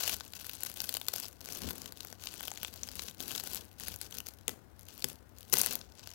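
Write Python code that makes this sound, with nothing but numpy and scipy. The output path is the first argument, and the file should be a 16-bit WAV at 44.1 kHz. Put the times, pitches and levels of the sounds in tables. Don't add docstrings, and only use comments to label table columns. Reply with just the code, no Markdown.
import sys
import numpy as np
from scipy import signal
from scipy.fft import rfft, irfft
from scipy.io import wavfile
from scipy.ndimage import uniform_filter1d

SR = 44100
rng = np.random.default_rng(int(sys.argv[2]) if len(sys.argv) > 2 else 0)


def store_pcm(level_fs):
    pcm = np.round(np.clip(level_fs, -1, 1) * 32767).astype(np.int16)
    wavfile.write(sys.argv[1], SR, np.atleast_2d(pcm).T)


N = 270774
TIME = np.arange(N) / SR

# start in seconds, length in seconds,
# relative crust level in dB, relative dough level in dB.
PUSHES = [(0.003, 0.13, -33, -51.5), (0.207, .04, -65, -56), (0.351, 0.235, -48.5, -57.5),
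          (0.617, 0.084, -46, -56), (0.76, 0.205, -46, -54), (1.013, 0.17, -52.5, -58.5),
          (1.132, 0.13, -43, -53), (1.413, 0.13, -53, -54), (1.5, 0.081, -44, -49.5),
          (1.616, 0.092, -43.5, -44), (1.754, 0.13, -51, -50), (1.975, 0.16, -54, -55),
          (2.213, 0.282, -46.5, -55), (2.542, 0.14, -49, -55), (2.717, 0.26, -51.5, -55),
          (2.958, 0.13, -44.5, -54), (3.201, 0.15, -45, -48), (3.289, .11, -40.5, -52),
          (3.441, 0.15, -43, -49.5), (3.811, 0.12, -44, -52.5), (4.025, 0.031, -45.5, -52),
          (4.122, 0.052, -49, -52), (4.279, 0.0079, -47, -54.5), (4.495, 0.02, -52.5, -49),
          (4.791, 0.027, -60, -69), (4.889, 0.136, -53.5, -57), (5.084, 0.025, -50, -52),
          (5.372, .12, -60.5, -70), (5.554, .085, -33.5, -45.5), (5.67, 0.065, -37.5, -45),
          (5.977, 0.23, -52.5, -61)]
# frequency in Hz, width in Hz, gain in dB.
PORT_PEAKS = [(1494, 48, 6.5), (2090, 34, 5.5)]

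BODY_HZ, MIDDLE_HZ, TREBLE_HZ = 363, 2390, 7760
CUTOFF_HZ = 16100
LEAD_S = 0.00126
CRUST_RISE_S, CRUST_FALL_S = 0.019, 0.019
SETTLE_DB, SETTLE_S = -14.5, 0.13
DOUGH_RISE_S, DOUGH_FALL_S = 0.021, 0.08
CRUST_REST_DB, DOUGH_REST_DB = -77, -60.5
CLUMP_DB, CLUMP_HZ = 2.5, 50.2
STRAY_DB, STRAY_FOLLOWS = -55, 0.72
ROOM_T60_S, ROOM_DB = 0.24, -16.5
HUM_HZ, HUM_DB = 96.1, -61.5


def from_db(db):
    return 10 ** (np.asarray(db) / 20)


def rms_one(x):
    return x / np.sqrt(np.mean(x ** 2) + 1e-20)


def unit_energy(x):
    return x / np.sqrt(np.sum(x ** 2, axis=-1, keepdims=True) + 1e-20)


def in_time(rows):
    s, *columns = np.transpose(rows)
    return [np.interp(TIME, s, column) for column in columns]


def add(out, s, sound):
    start = int(np.clip(s * SR, 0, N - 1))
    out[start:start + len(sound)] += sound[:N - start]


def band(x, low_hz, high_hz):
    edges = [low_hz, min(high_hz, 0.45 * SR)]
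    return signal.sosfilt(signal.butter(3, edges, "band", fs=SR, output="sos"), x)


def noise(spectrum):
    hz, db = np.transpose(spectrum)
    bins = np.maximum(np.fft.rfftfreq(N, 1 / SR), 1)
    gain = from_db(np.interp(np.log(bins), np.log(hz), db))
    return irfft(rfft(rng.standard_normal(N)) * gain, N) * np.sqrt(SR / 2)


def resonate(x, peaks):
    for hz, width, db in peaks:
        b, a = signal.iirpeak(hz, hz / width, fs=SR)
        x = x + (from_db(db) - 1) * signal.lfilter(b, a, x + 1e-18)
    return x


def fractures(count, rise_s, decay_s, spread, tail_db, tail_s):
    t = np.arange(SR // 50) / SR - 0.0015
    length = decay_s * np.exp(spread * rng.uniform(-1, 1, (count, 1)))
    growth = np.exp(np.minimum(t, 0) / rise_s)
    after = np.maximum(t, 0)
    rustle = from_db(tail_db) * np.exp(-after / tail_s)
    shape = growth * (np.exp(-after / length) + rustle)
    return shape * rng.standard_normal((count, len(t)))


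def registers(cracks):
    edges = [BODY_HZ, MIDDLE_HZ, TREBLE_HZ, CUTOFF_HZ]
    return [unit_energy(band(cracks, low, high)) for low, high in zip(edges, edges[1:])]


def snaps(gain_db, body_db, treble_db, ring_db, ring_width):
    # time in seconds, relative level of the middle register in dB,
    # body relative to it in dB, treble relative to it in dB, ring of the flake in Hz.
    large_flakes = [(0.0097, -40.5, -17, 9, 7900), (0.078, -21.5, -8.5, -2, 2760),
                    (0.0947, -22.5, -5, -0.5, 2650), (0.2077, -30.5, -3, -23, 3970),
                    (0.3353, -32, -8, -4, 3420), (0.4445, -41.5, 1, 6, 3340), (0.4831, -58, -9, -10, 4230),
                    (0.4949, -29, -6.5, 0, 2800), (0.5517, -38, -10, 6, 7700),
                    (0.634, -30.5, -6.5, 10.5, 7200), (0.6624, -37.5, 2, 11.5, 2150),
                    (0.6994, -37.5, -2, 5, 4970), (0.8034, -21.5, -14.5, -5, 4900),
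                    (0.8177, -35.5, -4, 10.5, 4780), (0.8917, -22, -12, -0.5, 4730),
                    (0.9407, -28, -16, 6.5, 3200), (0.9497, -26.5, -6, -9, 4090),
                    (0.9687, -24, -8.5, 2, 3070), (1.014, -29, -3.5, -3.5, 3570),
                    (1.0844, -19, -11, 1, 3680), (1.1377, -24.5, -6, 1.5, 3860),
                    (1.1605, -30.5, -10, 5, 4700), (1.2001, -34, -13, 9.5, 5860),
                    (1.2548, -31.5, -17, -26, 5600), (1.4582, -35.5, -7.5, 2, 7060),
                    (1.4877, -35, 0.5, 1, 6100), (1.5239, -30.5, -18, 1, 5120),
                    (1.5521, -40.5, -2, 8, 5940), (1.6953, -44, -10, 13, 5000),
                    (1.7076, -31.5, -1.5, 6, 3530), (1.8176, -33.5, -26, -6, 6140),
                    (1.859, -33, -7, -3, 4100), (1.9224, -36, -7, 1, 4570), (2.0056, -29.5, -15, -10, 4200),
                    (2.0486, -42.5, 5, 10.5, 800), (2.1267, -35.5, -1, -2.5, 6200),
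                    (2.2708, -25, -15, -11, 3100), (2.407, -34.5, 2.5, 2.5, 3140),
                    (2.4351, -34.5, -2.5, -4, 3370), (2.4805, -26.5, -5, -2, 3120),
                    (2.5158, -29, -3, -8, 800), (2.5741, -31, -6, -10, 6890), (2.6311, -29.5, -2, 5, 3500),
                    (2.6478, -24, -5, -11, 3400), (2.8333, -23, -18.5, -15, 6050),
                    (2.888, -30.5, -8.5, -5.5, 4800), (2.9939, -24.5, -6, -13, 3920),
                    (3.0841, -30.5, -12, -12, 5840), (3.2041, -27.5, -10, -1, 3260),
                    (3.3077, -28, -5, -13, 2970), (3.3502, -28, -27, -4, 3470),
                    (3.3785, -25.5, -31, -8, 5160), (3.4373, -34.5, -3.5, 7, 7210),
                    (3.5466, -32.5, -7, 9.5, 7350), (3.7988, -38.5, -2, 7, 1660),
                    (3.8352, -32, -9, 0, 5300), (3.8825, -33, 0.5, 6.5, 4290),
                    (3.9607, -40.5, -4, 11, 5700), (4.0141, -29, -9.5, 3.5, 4120),
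                    (4.1246, -32.5, -11, -10, 3270), (4.1844, -28.5, -15, 1.5, 5700),
                    (4.2031, -31, -9, 0, 2950), (4.2681, -32.5, -13.5, -2, 5800),
                    (4.4803, -18.5, -12, 0, 7260), (4.4929, -30, -3.5, 1, 3380),
                    (5.0231, -30, -35, -7, 4160), (5.0429, -18, -8, 1.5, 5140), (5.086, -41, -10, 11, 7200),
                    (5.3848, -42.5, -19, 3, 7200), (5.5264, -17, -20, -7, 6680),
                    (5.5306, -22, -12, 7.5, 5900), (5.5346, -20.5, -17, 9.5, 4270),
                    (5.5385, -15, -8.5, 3.5, 7250), (5.5701, -20, -6.5, -1, 4820),
                    (5.5847, -35.5, -2.5, 22.5, 7350), (5.5938, -24, -30, 5, 6000),
                    (5.6149, -18, -11.5, 8, 5700), (5.6614, -22.5, -6, 8.5, 4400),
                    (5.7094, -30, -12, 5, 4400), (5.733, -44, -8, 19, 4440),
                    (5.7544, -27.5, -12, 7.5, 3440), (5.8129, -35.5, -11, -21, 3960),
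                    (6.0734, -33.5, -6, -1.5, 4570)]
    level_db = np.array(large_flakes)[:, 1:2]
    decay_s = 0.0006 * from_db(0.15 * (level_db + 33))
    cracks = fractures(len(large_flakes), rise_s=0.00033, decay_s=decay_s, spread=0.25,
                       tail_db=-14, tail_s=0.002)
    cracks = np.array([resonate(crack, [(hz, hz * ring_width, ring_db)])
                       for crack, (*_, hz) in zip(cracks, large_flakes)])
    out = np.zeros(N)
    for (s, db, thick_db, thin_db, _), body, middle, treble in zip(large_flakes, *registers(cracks)):
        flake = from_db(thick_db + body_db) * body + middle + from_db(thin_db + treble_db) * treble
        add(out, s - LEAD_S, from_db(db) * flake)
    return out * from_db(gain_db) * np.sqrt(SR / 1000)


def push(start_s, length_s, rise_s, fall_s):
    before = np.minimum(TIME - start_s, 0)
    after = np.maximum(TIME - start_s - length_s, 0)
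    return np.exp(before / rise_s - after / fall_s)


def crust_level():
    gain = from_db(CRUST_REST_DB)
    for s, length, db, _ in PUSHES:
        pressing = push(s, length, CRUST_RISE_S, CRUST_FALL_S)
        settling = from_db(SETTLE_DB) * push(s, length, CRUST_RISE_S, SETTLE_S)
        gain = np.maximum(gain, from_db(db) * np.maximum(pressing, settling))
    return 20 * np.log10(gain)


def crumbling(level_db, per_s, busier, size_db, length_s, body_db, treble_db, colour_db, ring_db,
              deeper, count=32):
    # time in seconds, relative treble level in dB.
    treble_curve = [(0, -5.5), (0.8, -3), (1.55, -5), (2.2, -6.5), (3.3, -4), (4.2, -5), (5.55, -3),
                    (5.85, -11.5)]
    bright_db, = in_time(treble_curve)
    swing_db = level_db - np.mean(level_db)
    rate = per_s * from_db(busier * swing_db)
    sizes = from_db(size_db * np.minimum(rng.exponential(1, N), 3.6))
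    clicks = (rng.random(N) < rate / SR) * sizes
    clicks /= np.sqrt(uniform_filter1d(clicks ** 2, size=1700) + rate / SR / 2)
    cracks = fractures(count, rise_s=0.65 * length_s, decay_s=length_s, spread=0.5,
                       tail_db=-20, tail_s=0.0022)
    pitches = np.geomspace(2700, 15000, count)
    cracks = np.array([resonate(crack, [(hz, hz / 6, ring_db)]) for crack, hz in zip(cracks, pitches)])
    body, middle, treble = registers(cracks)
    thinness = rms_one(from_db(colour_db * np.linspace(-1, 1, count)))[:, None]
    thickness = thinness[::-1]
    body, middle, treble = body * thickness, middle * thickness, treble * thinness
    thick_db = body_db + deeper * swing_db
    out = np.zeros(N)
    moments = np.flatnonzero(clicks)
    kinds = rng.integers(0, count, len(moments))
    for i, k in zip(moments, kinds):
        crumb = from_db(thick_db[i]) * body[k] + middle[k] + from_db(bright_db[i] + treble_db) * treble[k]
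        add(out, i / SR - LEAD_S, clicks[i] * crumb)
    return from_db(level_db) * out


def crust(level_db, swing_db):
    # frequency in Hz, width in Hz, gain in dB.
    crust_peaks = [(775, 320, 3), (1513, 55, 7), (2390, 1970, -3.5), (3100, 1980, 2.5), (8780, 3600, -5.5),
                   (11570, 4170, 5)]
    clumps_db = CLUMP_DB * rms_one(band(rng.standard_normal(N), CLUMP_HZ / 4, CLUMP_HZ))
    large = snaps(gain_db=0.1, body_db=-1.0, treble_db=-2.0, ring_db=10, ring_width=0.16)
    stray = crumbling(STRAY_DB + STRAY_FOLLOWS * swing_db, per_s=28, busier=0.25, size_db=5.5,
                      length_s=0.00013, body_db=-10.5, treble_db=6.5, colour_db=2, ring_db=7.5, deeper=0.35)
    fine = crumbling(level_db + clumps_db, per_s=700, busier=0.45, size_db=3,
                     length_s=0.00074, body_db=-12.5, treble_db=1.4, colour_db=4.5, ring_db=5.0, deeper=0.11)
    return resonate(large + stray + from_db(-1.84) * fine, crust_peaks)


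def dough(gain_db, lumpy_db):
    # frequency in Hz, relative density in dB per Hz.
    dough_colour = [(60, -8), (125, -3), (185, 2.5), (240, 5), (400, -1.5), (600, -5.5), (1000, -11),
                    (1600, -13.5), (3000, -23.5)]
    squeeze = from_db(DOUGH_REST_DB)
    for s, length, _, db in PUSHES:
        squeeze = np.maximum(squeeze, from_db(db) * push(s, length, DOUGH_RISE_S, DOUGH_FALL_S))
    lurch = rms_one(band(rng.standard_normal(N), 14.2, 69))
    rustle = rms_one(noise(dough_colour) * from_db(lumpy_db * lurch))
    return from_db(gain_db) * squeeze * rustle


def plate():
    # time in seconds, relative level in dB,
    # extra depth in dB per octave (lifts the modes below the median one, weakens those above).
    knocks = [(1.0862, -49, 0), (4.4808, -36.5, 4), (5.043, -36.5, 7.5), (5.5304, -28, 3), (5.5401, -42, 1),
              (5.661, -47.5, -2.5)]
    # frequency in Hz, relative level in dB, T60 in seconds.
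    modes = [(138.7, -17.5, 0.23), (198, -12, 0.065), (257.5, -13.5, 0.18), (384, -1.5, 0.081),
             (486, -1, 0.074), (863, -3.5, 0.058), (1090, 1, 0.027), (1990, 1, 0.089)]
    t = np.arange(SR // 2) / SR
    out = np.zeros(N)
    middle_hz = np.median(np.array(modes)[:, 0])
    for s, db, depth_db in knocks:
        for hz, mode_db, t60 in modes:
            depth = depth_db * np.log2(middle_hz / hz)
            strength = from_db(db + mode_db + depth) * rng.choice([-1, 1])
            add(out, s, strength * np.sin(2 * np.pi * hz * t) * np.exp(-np.log(1000) * t / t60))
    return out


def bumps():
    # centre in seconds, level in dB,
    # half length (standard deviation of the swell) in seconds.
    shifts = [(0.15, -49.5, 0.028), (1.668, -37.5, 0.026), (3, -54, 0.13), (3.895, -50, 0.059),
              (5.59, -62, 0.044)]
    # frequency in Hz, relative density in dB per Hz.
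    rumble_colour = [(25, -49), (45, -8), (62, -6), (85, -4.5), (130, -36), (190, -10.5), (260, -20),
                     (900, -56)]
    swell = sum(from_db(db) * np.exp(-0.5 * ((TIME - s) / half) ** 2) for s, db, half in shifts)
    rumble = noise(rumble_colour)
    return swell * rumble / np.sqrt(uniform_filter1d(rumble ** 2, size=1800))


def kitchen(x, first_wall_s):
    t = np.arange(SR // 2) / SR
    decay = np.exp(-np.log(1000) * t / ROOM_T60_S)
    onset = np.clip(t / first_wall_s, 0, 1) ** 2
    tail = rng.standard_normal(len(t)) * decay * onset
    return from_db(ROOM_DB) * signal.oaconvolve(x, unit_energy(tail))[:N]


def room_noise():
    # frequency in Hz, density in dB per Hz.
    room_colour = [(20, -104), (42, -93.5), (64, -72.5), (95, -78.5), (130, -84.5), (300, -93.5),
                   (800, -94), (1300, -101), (1700, -102), (2500, -110), (5000, -115), (8500, -127),
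                   (13000, -115), (16000, -117)]
    return resonate(noise(room_colour), PORT_PEAKS)


def appliance_hum():
    return from_db(HUM_DB) * np.sqrt(2) * np.sin(2 * np.pi * HUM_HZ * TIME)


def right_hiss(swing_db):
    # frequency in Hz, density in dB per Hz.
    hiss_colour = [(20, -119), (40, -104), (65, -97), (200, -101.5), (1000, -108.5), (2500, -113),
                   (5000, -117), (8500, -133), (13500, -115), (16000, -118)]
    return resonate(noise(hiss_colour), PORT_PEAKS) * from_db(0.095 * swing_db)


def scene():
    level_db = crust_level()
    swing_db = level_db - np.mean(level_db)
    cut = crust(level_db, swing_db) + dough(gain_db=-0.5, lumpy_db=2.5) + plate() + bumps()
    left = cut + kitchen(cut, first_wall_s=0.001) + room_noise() + appliance_hum()
    return np.array([left, right_hiss(swing_db)])


def record(dry):
    return signal.sosfilt(signal.ellip(10, 0.2, 75, CUTOFF_HZ, fs=SR, output="sos"), dry)


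dry = scene()
out = record(dry)
store_pcm(out)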